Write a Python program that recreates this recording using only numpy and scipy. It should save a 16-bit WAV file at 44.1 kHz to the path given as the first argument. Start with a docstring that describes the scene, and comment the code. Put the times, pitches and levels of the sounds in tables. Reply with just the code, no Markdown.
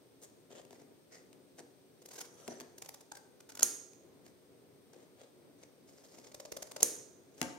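"""Scissors cutting covered cardboard

Scissors trim two corners off a paper-covered sheet of cardboard, close to the microphone in a small room.
Each bite is a burst of noise with two decaying sheet modes; each cut ends in a click, chatter and ring of steel.
In between, the sheet slides (resonant rubbing noise) and bumps under the hand (damped modes and ticks).
At last the scissors are put down, which rings the modes of the table top.
Air, hiss and a narrow whistling band of noise lie beneath."""
import sys
import numpy as np
from scipy import signal
from scipy.fft import rfft, irfft, next_fast_len
from scipy.io import wavfile
from scipy.ndimage import map_coordinates

SR = 44100
rng = np.random.default_rng(int(sys.argv[2]) if len(sys.argv) > 2 else 0)


def master(y):
    """Save y as 16-bit WAV."""
    cut = np.clip(np.atleast_2d(y).T, -1, 1)
    pcm = np.round(cut * 32767)  # scale
    wavfile.write(sys.argv[1], SR, pcm.astype(np.int16))


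N = 334278


def amp(db):
    """Level law: decibels to amplitude gain."""
    return 10 ** (np.asarray(db) / 20)


def unit(x):
    """Power normalisation: x at rms 1."""
    return x / np.sqrt(np.mean(x ** 2) + 1e-20)


def along(points, hz):
    """Interpolation of (frequency, value) points on a logarithmic frequency axis."""
    f, v = np.transpose(points)
    return np.interp(np.log(hz + 1), np.log(f + 1), v)


def filtered(x, response):
    """Linear filtering: the spectrum of x times a response of frequency."""
    m = next_fast_len(x.shape[-1] + SR // 4)
    spectrum = rfft(x, m) * response(np.fft.rfftfreq(m, 1 / SR))
    return irfft(spectrum, m)[..., :x.shape[-1]]


def causal(points, size=2048):
    """Minimum phase: the folded cepstrum of a spectrum gives its causal impulse response."""
    cepstrum = irfft(np.log(amp(along(points, np.fft.rfftfreq(size, 1 / SR)))))
    cepstrum[1:size // 2] *= 2
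    cepstrum[size // 2 + 1:] = 0
    return irfft(np.exp(rfft(cepstrum)))


def coloured(x, points):
    """Spectral shaping of a stereo sound, keeping the power of white noise."""
    h = causal(points)
    return signal.oaconvolve(x, h[None] / np.linalg.norm(h), axes=1)[:, :N]


def resonance(f, hz, width):
    """Damped oscillator: the complex response of one mode, 1 at its centre."""
    return 1j * f * width / (hz * hz - f * f + 1j * f * width)


# likeness of left and right: frequency_hz, correlation
LIKENESS = [(60, 0.1), (300, 0.6), (640, 0.5), (1400, 0), (7000, 0.81), (15000, 0.06)]


def noise(size):
    """Partial coherence: white stereo noise whose left-right correlation depends on frequency."""
    def turn(hz):
        return np.arccos(np.clip(along(LIKENESS, hz), -1, 1)) / 2

    mid, side = filtered(rng.standard_normal((2, size)),
                         lambda hz: np.array([np.cos(turn(hz)), np.sin(turn(hz))]))
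    return np.array([mid + side, mid - side])


def flat_noise(size):
    """Random phase: stereo noise with equal power at every frequency, so chance does not colour a short burst."""
    return unit(irfft(np.exp(2j * np.pi * rng.random((2, size // 2 + 1))), size))


def wobble(rate):
    """Random modulation: a curve drawn straight between random knots, rate knots a second."""
    knots = rng.standard_normal(int(N * rate / SR) + 4)
    return map_coordinates(knots, [np.arange(N) * rate / SR], order=1)


def add(track, s, sound):
    """Superposition: mix a sound into the track from time s."""
    part = track[:, round(s * SR):][:, :sound.shape[-1]]
    part += sound[..., :part.shape[1]]


def swell(t, length):
    """Gaussian envelope: a burst whose power stays above half for the given length."""
    return np.exp(-2 * np.log(2) * (t / length) ** 2)


def stroke(s, db, rise, hold, fade):
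    """Envelope of a rubbing movement: it speeds up, holds and slows; rise and fade each span 20 dB."""
    t = np.arange(N) / SR - s
    before = np.maximum(-t, 0) / rise
    after = np.maximum(t - hold, 0) / fade
    return amp(db - 20 * (before + after).clip(0, 10))


# spectrum of the room's air: frequency_hz, relative_level_db
AIR_SPECTRUM = [(15, -89), (25, -62.5), (59, -20), (124, -7), (229, -9), (252, -5.5), (283, -1), (318, -10),
                (357, -2.5), (425, -5), (459, -5.5), (834, -20.5), (918, -21), (2500, -30), (3250, -62.5),
                (5500, -120)]


def background(level_db=-65.5, drift_db=1.23):
    """Stationary filtered noise: the low rush of the room's air, drifting slightly in level."""
    air = unit(filtered(noise(N), lambda hz: amp(along(AIR_SPECTRUM, hz))))
    return air * amp(level_db + drift_db * wobble(6.6)) * amp([[.5], [-.5]])


# reverberation time of the room: frequency_hz, t60_s
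ROOM_DECAY = [(150, 0.62), (600, 0.75), (2500, .55), (6500, 0.61), (10000, .42), (15000, 0.36)]
# colour of the reverberation: frequency_hz, relative_level_db
ROOM_SPECTRUM = [(100, 0.5), (500, 1.5), (1200, 1.5), (2500, -2.5), (6500, -2.5), (9000, -2.5),
                 (15000, -5.5)]


def room(x, gap_s=0.0048, build_s=0.001):
    """Diffuse reverberation: the walls answer after a short gap and each frequency dies at its own speed."""
    hz, t, z = signal.stft(noise(SR * 3 // 4), SR, nperseg=256)
    decay = amp(-60 * t / along(ROOM_DECAY, hz)[:, None])
    tail = signal.istft(z * decay, SR, nperseg=256)[1]
    since_gap = np.maximum(np.arange(tail.shape[1]) / SR - gap_s, 0)
    tail = tail * (1 - np.exp(-since_gap / build_s))
    tail = filtered(tail / np.linalg.norm(tail[0]), lambda f: amp(along(ROOM_SPECTRUM, f)))
    return signal.oaconvolve(x, tail, axes=1)[:, :N]


# spectrum of a contact tick: frequency_hz, relative_level_db
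TICK_SPECTRUM = [(100, -1.5), (600, 2), (1500, 1), (2600, -0.5), (4000, -2.5), (6000, -1), (9000, -4.5),
                 (16000, -6.5)]


def knocks(contacts, modes, tick_t60, tick_rise, tick_gain_db, thud_rise=0.0021, thud_cut_hz=125):
    """Modal impact: a contact ticks and rings the modes at new strengths."""
    thuds, ticks = np.zeros((2, 2, N))
    t = np.arange(SR // 3) / SR
    for s, thud_db, tick_db in contacts:
        ring = 0
        for hz, db, t60 in modes:
            size_db, phase, apart = rng.standard_normal(3)
            angle = 2 * np.pi * hz * t + 2 * phase + 0.2 * apart * np.array([[1], [-1]])
            ring = ring + amp(db + size_db - 60 * t / t60) * np.sin(angle)
        add(thuds, s, amp(thud_db) * ring * (1 - np.exp(-t / thud_rise)))
        tick_decay = amp(tick_db + tick_gain_db - 60 * t / tick_t60)
        add(ticks, s, tick_decay * (1 - np.exp(-t / tick_rise)))
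    # a second-order low cut keeps the thuds free of deep bass
    thuds = filtered(thuds, lambda f: 1j * f / thud_cut_hz * resonance(f, thud_cut_hz, thud_cut_hz))
    return (thuds + coloured(ticks * noise(N), TICK_SPECTRUM)) * amp([[1.5], [-1]])


# the sheet bumps under the hand: start_s, relative_thud_db, relative_tick_db
SHEET_BUMPS = [(.505, -53.5, -62.5), (.552, -55.5, -72), (.650, -56, -58), (.707, -50.5, -56),
               (.729, -48.5, -56), (.817, -53, -75), (1.329, -68, -57), (1.585, -50, -61),
               (1.603, -47, -70), (2.478, -45, -41), (2.483, -35, -51.5), (2.517, -43, -64),
               (2.600, -58, -44.5), (2.607, -47, -45), (2.615, -46, -50), (3.933, -70, -59),
               (4.264, -56, -56.5), (4.933, -57, -56.5), (6.184, -49, -57.5)]
# modes of the sheet: frequency_hz, relative_level_db, t60_s
SHEET_MODES = [(144, -16, 0.06), (240, -11, 0.099), (383, 2.5, 0.034), (500, -4, 0.018), (680, 0, 0.026),
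               (930, -12, 0.037), (1380, -16.5, 0.02)]


def sheet_bumps():
    """Plate modes struck by contact: the sheet thuds and ticks under the hand."""
    return knocks(SHEET_BUMPS, SHEET_MODES, tick_t60=0.01, tick_rise=.0015, tick_gain_db=11)


# the sheet slides against hand and blades:
# full_speed_s, relative_level_db, rise_s, hold_s, fade_s, resonance_hz, resonance_db, treble_db
SHEET_SLIDES = [(0.226, -60, .012, .004, 0.054, 6960, 1.5, 17),
                (0.51, -59, .012, .095, .02, 3100, 8.5, -8.5),
                (0.727, -60, 0.017, 0.019, 0.033, 2080, 7.5, -2),
                (0.797, -68, 0.024, .02, 0.027, 2100, 6, 0), (1.123, -62, 0.016, .03, .11, 2050, 12, 2.5),
                (1.588, -53, 0.014, .004, 0.025, 2000, 1, 2.5),
                (2.408, -63.5, 0.084, 0.049, .03, 1290, 10, 4.5),
                (2.496, -61, .02, .06, 0.19, 1760, 8.5, -7.5), (4.262, -64.5, .025, .004, .04, 2220, 6, 9),
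                (4.935, -69, 0.014, .1, .07, 3300, 3.5, -7),
                (5.197, -62.5, .04, 0.028, 0.081, 3350, 6.5, -10),
                (5.629, -60, 0.042, .008, .025, 2240, 4, 0), (5.88, -68.5, 0.035, .42, .02, 5050, 5, 4),
                (7.407, -62, 0.1, .008, .012, 2400, 4.5, 7)]
# spectrum of rubbing paper: frequency_hz, relative_level_db
RUB_SPECTRUM = [(100, -10), (300, 3.5), (520, 15), (1000, -2), (2000, -2.5), (2600, -7), (4500, -5),
                (7000, -4.5), (11000, -11.5), (16000, -16.5)]


def slides(catch_db=4.0, grain_db=4, overtone=2.45):
    """Friction noise: paper rubs in tiny catches; each grip frees a part of the sheet to ring in two broad modes."""
    track = np.zeros((2, N))
    roughness_db = catch_db * wobble(110) + grain_db * wobble(1500)
    grains = coloured(unit(noise(N) * amp(roughness_db)), RUB_SPECTRUM)
    for s, db, rise, hold, fade, hz, peak_db, treble_db in SHEET_SLIDES:
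        start = max(s - 2 * rise, 0)
        at = slice(round(start * SR), round((s + hold + 2 * fade) * SR))

        def colour(f):
            modes = resonance(f, hz, hz / 5) + resonance(f, overtone * hz, hz / 2) / 2
            treble = amp(treble_db * f ** 2 / (f ** 2 + 7000 ** 2))
            return (1 + (amp(peak_db) - 1) * modes) * treble

        rub = grains[:, at] * stroke(s, db, rise, hold, fade)[at]
        add(track, start, filtered(rub, colour))
    return track * amp([[1.5], [-1]])


# the blades slide open against each other: full_speed_s, level_db, rise_s, hold_s, fade_s
OPENING_STROKE = (2.5, -64, 0.4, 0.07, 0.05)
# bands in which the blades rasp: frequency_hz, width_hz, relative_level_db
BLADE_BANDS = [(5900, 450, 5), (7540, 300, -2), (10100, 1300, -4.5)]


def opening(catch_db=6.0):
    """Steel friction: the opening blades rasp faintly in a few narrow bands, each catching and letting go."""
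    rasp = np.zeros((2, N))
    for hz, width, db in BLADE_BANDS:
        band = filtered(rng.standard_normal((2, N)), lambda f: resonance(f, hz, width) ** 2)
        rasp += amp(db + catch_db * wobble(70)) * band
    return unit(rasp) * stroke(*OPENING_STROKE)


# the scissors land on the table and bounce: start_s, relative_thud_db, relative_tick_db
LANDINGS = [(7.4146, -38.5, -26.5), (7.428, -44.5, -36.5)]
# modes of the table top with the scissors on it: frequency_hz, relative_level_db, t60_s
TABLE_MODES = [(120, -9.5, 0.23), (155, -17, 0.085), (192.4, -8.5, 0.2), (240, -5, .12), (287, 1.5, 0.081),
               (369, -4, 0.13), (542, -16.5, 0.34), (712.5, -6.5, 0.35), (893, -11, 0.28),
               (1450, -14.5, 0.15), (1587, -15, 0.19), (2680, -23, .2), (3300, -16, .1), (6800, -23, .15)]
# the hollow plastic handles clack: frequency_hz, width_hz, boost_db
HANDLE_MODE = (2560, 300, 8.8)


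def put_down():
    """Modal impact and resonance: the table top thuds and the hollow handles clack."""
    hz, width, db = HANDLE_MODE
    contact = knocks(LANDINGS, TABLE_MODES, tick_t60=.011, tick_rise=0.00099, tick_gain_db=7.5)
    return filtered(contact, lambda f: 1 + (amp(db) - 1) * resonance(f, hz, width))


# bites of the blades: centre_s, level_db
BLADE_BITES = [(2.023, -62), (2.0595, -53.5), (2.0897, -59), (2.1144, -55), (2.1379, -54.5), (2.163, -52.5),
               (2.1874, -48), (2.2128, -44.5), (2.252, -56), (2.784, -52.5), (2.8232, -46.5), (2.8491, -58),
               (2.8618, -54), (2.8911, -48), (2.9444, -52), (3.0113, -57.5), (3.1204, -45.5), (3.154, -55),
               (3.1722, -54.5), (3.4065, -56), (3.4938, -52.5), (3.5027, -53), (3.5222, -54),
               (3.5544, -49.5), (3.5743, -49), (3.5955, -39.5), (3.6094, -44), (3.6255, -34.5),
               (6.146, -60), (6.1865, -56.5), (6.246, -57), (6.272, -57), (6.32, -61), (6.348, -48.5),
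               (6.403, -49), (6.4554, -50), (6.5229, -43), (6.5703, -43), (6.626, -42), (6.673, -57),
               (6.7171, -47.5), (6.766, -40.5), (6.808, -42), (6.8265, -38)]
# squeezes of the hand, each on a different part of the sheet, shared by its bites:
# start_s, usual_bite_length_s, treble_db, usual_flex_hz, relative_flex_db, relative_upper_mode_db
HAND_SQUEEZES = [(1.9, .005, 4.5, 500, -54, -69), (2.1, .0095, 2.5, 483.3, -60.5, -62),
                 (2.7, 0.0046, 2.5, 479.2, -62, -67.5), (3.07, 0.0042, 1, 861, -55.5, -55),
                 (3.3, 0.004, 0, 500, -66, -59.5), (6.0, .006, -6.5, 543, -54.5, -70.5),
                 (6.335, 0.0054, -.5, 572, -49.5, -72), (6.6, 0.0053, -1.5, 558.6, -54, -66.5)]
# spectrum of breaking fibres: frequency_hz, relative_level_db
FIBRE_SPECTRUM = [(120, -10), (400, 3.5), (900, 3), (1600, -6.5), (2100, 0.5), (2650, -3), (3200, -2.5),
                  (4000, -1), (5000, 2.5), (7000, -1), (11000, -2), (16000, -4)]
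# a bite of USUAL_DB has the usual length and flex; a harder one is over sooner and bends the sheet further
USUAL_DB = -48.5
HALF_LENGTH_DB, FLEX_GROWS = 46, 1  # dB more that halve the length, dB of flex per dB of bite
UPPER_HZ = 1480  # the sheet's upper mode, before each bite's own detuning


def bites(flex_db=3, flex_t60=.022, lead=.1, treble_hz=8000, flex_rough=.09, detune=.06, scatter_db=2):
    """Fracture noise and flexure: fibres break in milliseconds and jolt the sheet, which rings in two modes."""
    force, bright, flex = np.zeros((3, 2, N))
    t = np.arange(-SR // 40, SR // 15) / SR
    decay = amp(-60 * (t - t[0]) / flex_t60)
    for s, db in BLADE_BITES:
        squeeze = [row for row in HAND_SQUEEZES if row[0] <= s][-1]
        _, usual_length, treble_db, flex_hz, sheet_db, upper_db = squeeze
        harder = db - USUAL_DB
        # each bite's colour varies at random: duller with more flex, or brighter with less
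        colour_db = scatter_db * rng.standard_normal()
        length = usual_length * 2 ** (-harder / HALF_LENGTH_DB)
        # fibres give way faster than they settle
        burst = amp(db) * swell(t, length * (1 + lead * np.sign(t)))
        add(force, s + t[0], burst)
        add(bright, s + t[0], burst * amp(treble_db - colour_db))
        ring = signal.fftconvolve(swell(t + length / 2, length / 2), decay)[:len(t)]
        ring = ring / ring.max()
        modes = ((flex_hz, sheet_db + FLEX_GROWS * harder + colour_db), (UPPER_HZ, upper_db + harder))
        for hz, mode_db in modes:
            drift = flex_rough * np.cumsum(rng.standard_normal(len(t)))  # the moving cut keeps detuning the sheet
            phase = 2 * np.pi * rng.random() + .5 * rng.standard_normal((2, 1)) + drift
            pitch = hz * np.exp(detune * rng.standard_normal())
            add(flex, s + t[0], amp(mode_db + flex_db) * ring * np.sin(2 * np.pi * pitch * t + phase))
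    fibres = unit(noise(N) * amp(3.5 * wobble(2000)))
    # only the treble follows the bright envelope
    treble = filtered((bright - force) * fibres, lambda f: 1 - 1 / (1 + (f / treble_hz) ** 10))
    return coloured(force * fibres + treble, FIBRE_SPECTRUM) + flex * amp([[2], [-2]])


# the blades snap shut: start_s, level_db, ring_hz, ring_relative_db, thump_relative_db
BLADE_SNAPS = [(3.630, -16.5, 6553, -6.5, -19.5), (6.830, -16.5, 6320, -8.5, -13.5)]
# spectrum of struck steel: frequency_hz, relative_level_db
STEEL_SPECTRUM = [(60, -24), (400, -12.5), (1000, -16.5), (1700, -9), (3800, -8), (5500, -2), (8000, 3),
                  (10300, 6), (13000, -0.5), (16000, -1.5)]
# spectrum of the jolt that a snap gives the sheet: frequency_hz, relative_level_db
THUMP_SPECTRUM = [(30, -19.5), (80, -13.5), (150, -13.5), (300, -3), (380, 5.5), (560, 1.5), (800, -9),
                  (1300, -36), (4000, -46.5)]


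def snaps(click_db=14, rattle_s=0.0017, rattle_delay=.0011, ring_t60=0.022, spread_db=19.0, size=256):
    """Impact of steel: a click, a brief chatter and a ring that the hand damps at once.

    Returns the direct sound and the sharper version that spreads into the room."""
    strikes, rings, thumps, pulses = np.zeros((4, 2, N))
    t = np.arange(-size, SR // 20) / SR
    after, click = np.maximum(t, 0), t == 0
    for s, db, hz, ring_db, thump_db in BLADE_SNAPS:
        repeated = flat_noise(size)[:, np.arange(len(t)) % size]
        chatter = repeated * swell(t - rattle_delay, rattle_s)
        add(strikes, s + t[0], amp(db) * (chatter - amp(click_db) * click))
        ring = np.sin(2 * np.pi * hz * after) * amp(-60 * after / ring_t60)
        ring = ring * (1 - np.exp(-after / 0.00038))
        add(rings, s + t[0], amp(db + ring_db) * ring * amp([[-4], [5]]))
        add(thumps, s + t[0], amp(db + thump_db + 15.5) * click)
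        add(pulses, s + t[0], amp(db + spread_db) * click)
    thump = coloured(thumps, THUMP_SPECTRUM)
    direct = coloured(strikes, STEEL_SPECTRUM) * amp([[-1], [1.5]]) + rings + thump
    spread = coloured(pulses, STEEL_SPECTRUM) + amp(-3.0) * rings + thump
    return direct, spread


def scene():
    """Direct and reverberant fields added: the direct sound reaches the left port a little earlier."""
    steel, spread = snaps()
    sheet = bites() + slides() + opening() + sheet_bumps()
    drop = put_down()
    walls = room(amp(-5.0) * spread + amp(-8.0) * sheet + amp(-6) * drop)
    # left one sample early, right one sample late
    shift = np.array([[1], [-1]]) / SR
    direct = filtered(steel + sheet + drop, lambda f: np.exp(2j * np.pi * f * shift))
    return direct + walls + background()


# broad colour of the left and right microphone ports: frequency_hz, gain_db
LEFT_COLOUR = [(1000, 3), (4000, 3.5), (7400, 0), (9400, 3), (10800, 4), (12200, 4.5), (13500, 1),
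               (15500, -6)]
RIGHT_COLOUR = [(1000, 2.5), (4000, 2.5), (5500, 5), (7300, 6), (8100, -11), (9000, -11.5), (10700, -1.5),
                (12000, -1), (15500, -4)]
# resonance of the left and the right port: frequency_hz, width_hz, boost_db
PORT_RESONANCES = [(8400, 400, 9), (6650, 650, 7)]
# spectrum of the microphone hiss: frequency_hz, relative_level_db
HISS_SPECTRUM = [(100, -13), (1500, -3.5), (3500, 3), (6000, 0.5), (7500, -4.5), (10000, -5), (10600, -1),
                 (13000, -3), (15600, -1.5), (16000, -15), (16500, -39)]
# spectrum of the whistling band: frequency_hz, relative_level_db
WHISTLE_SPECTRUM = [(7900, -47), (8200, -19), (8300, -2.5), (8520, -1.5), (8700, -8.5), (9100, -54)]
TOP_HZ = 16000  # nothing is heard from here up


def record(dry, hiss_db=-73, whistle_db=-76, low_cut_hz=56):
    """Port resonance and band noise: the microphones colour the sound and add hiss;
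    a narrow band of noise near 8.4 kHz whistles, mostly left."""
    heard = []
    for side, port, (hz, width, db) in zip(dry, (LEFT_COLOUR, RIGHT_COLOUR), PORT_RESONANCES):
        shaped = signal.oaconvolve(side, causal(port))[:N]
        heard.append(filtered(shaped, lambda f: 1 + (amp(db) - 1) * resonance(f, hz, width)))
    hiss = amp(hiss_db) * coloured(rng.standard_normal((2, N)), HISS_SPECTRUM)
    whistle = amp(whistle_db) * coloured(rng.standard_normal((2, N)), WHISTLE_SPECTRUM) * amp([[0], [-17]])
    low_cut = signal.butter(4, low_cut_hz, "highpass", fs=SR, output="sos")
    return filtered(signal.sosfilt(low_cut, np.array(heard) + hiss + whistle), lambda hz: hz < TOP_HZ)


dry = scene()
out = record(dry)
master(out)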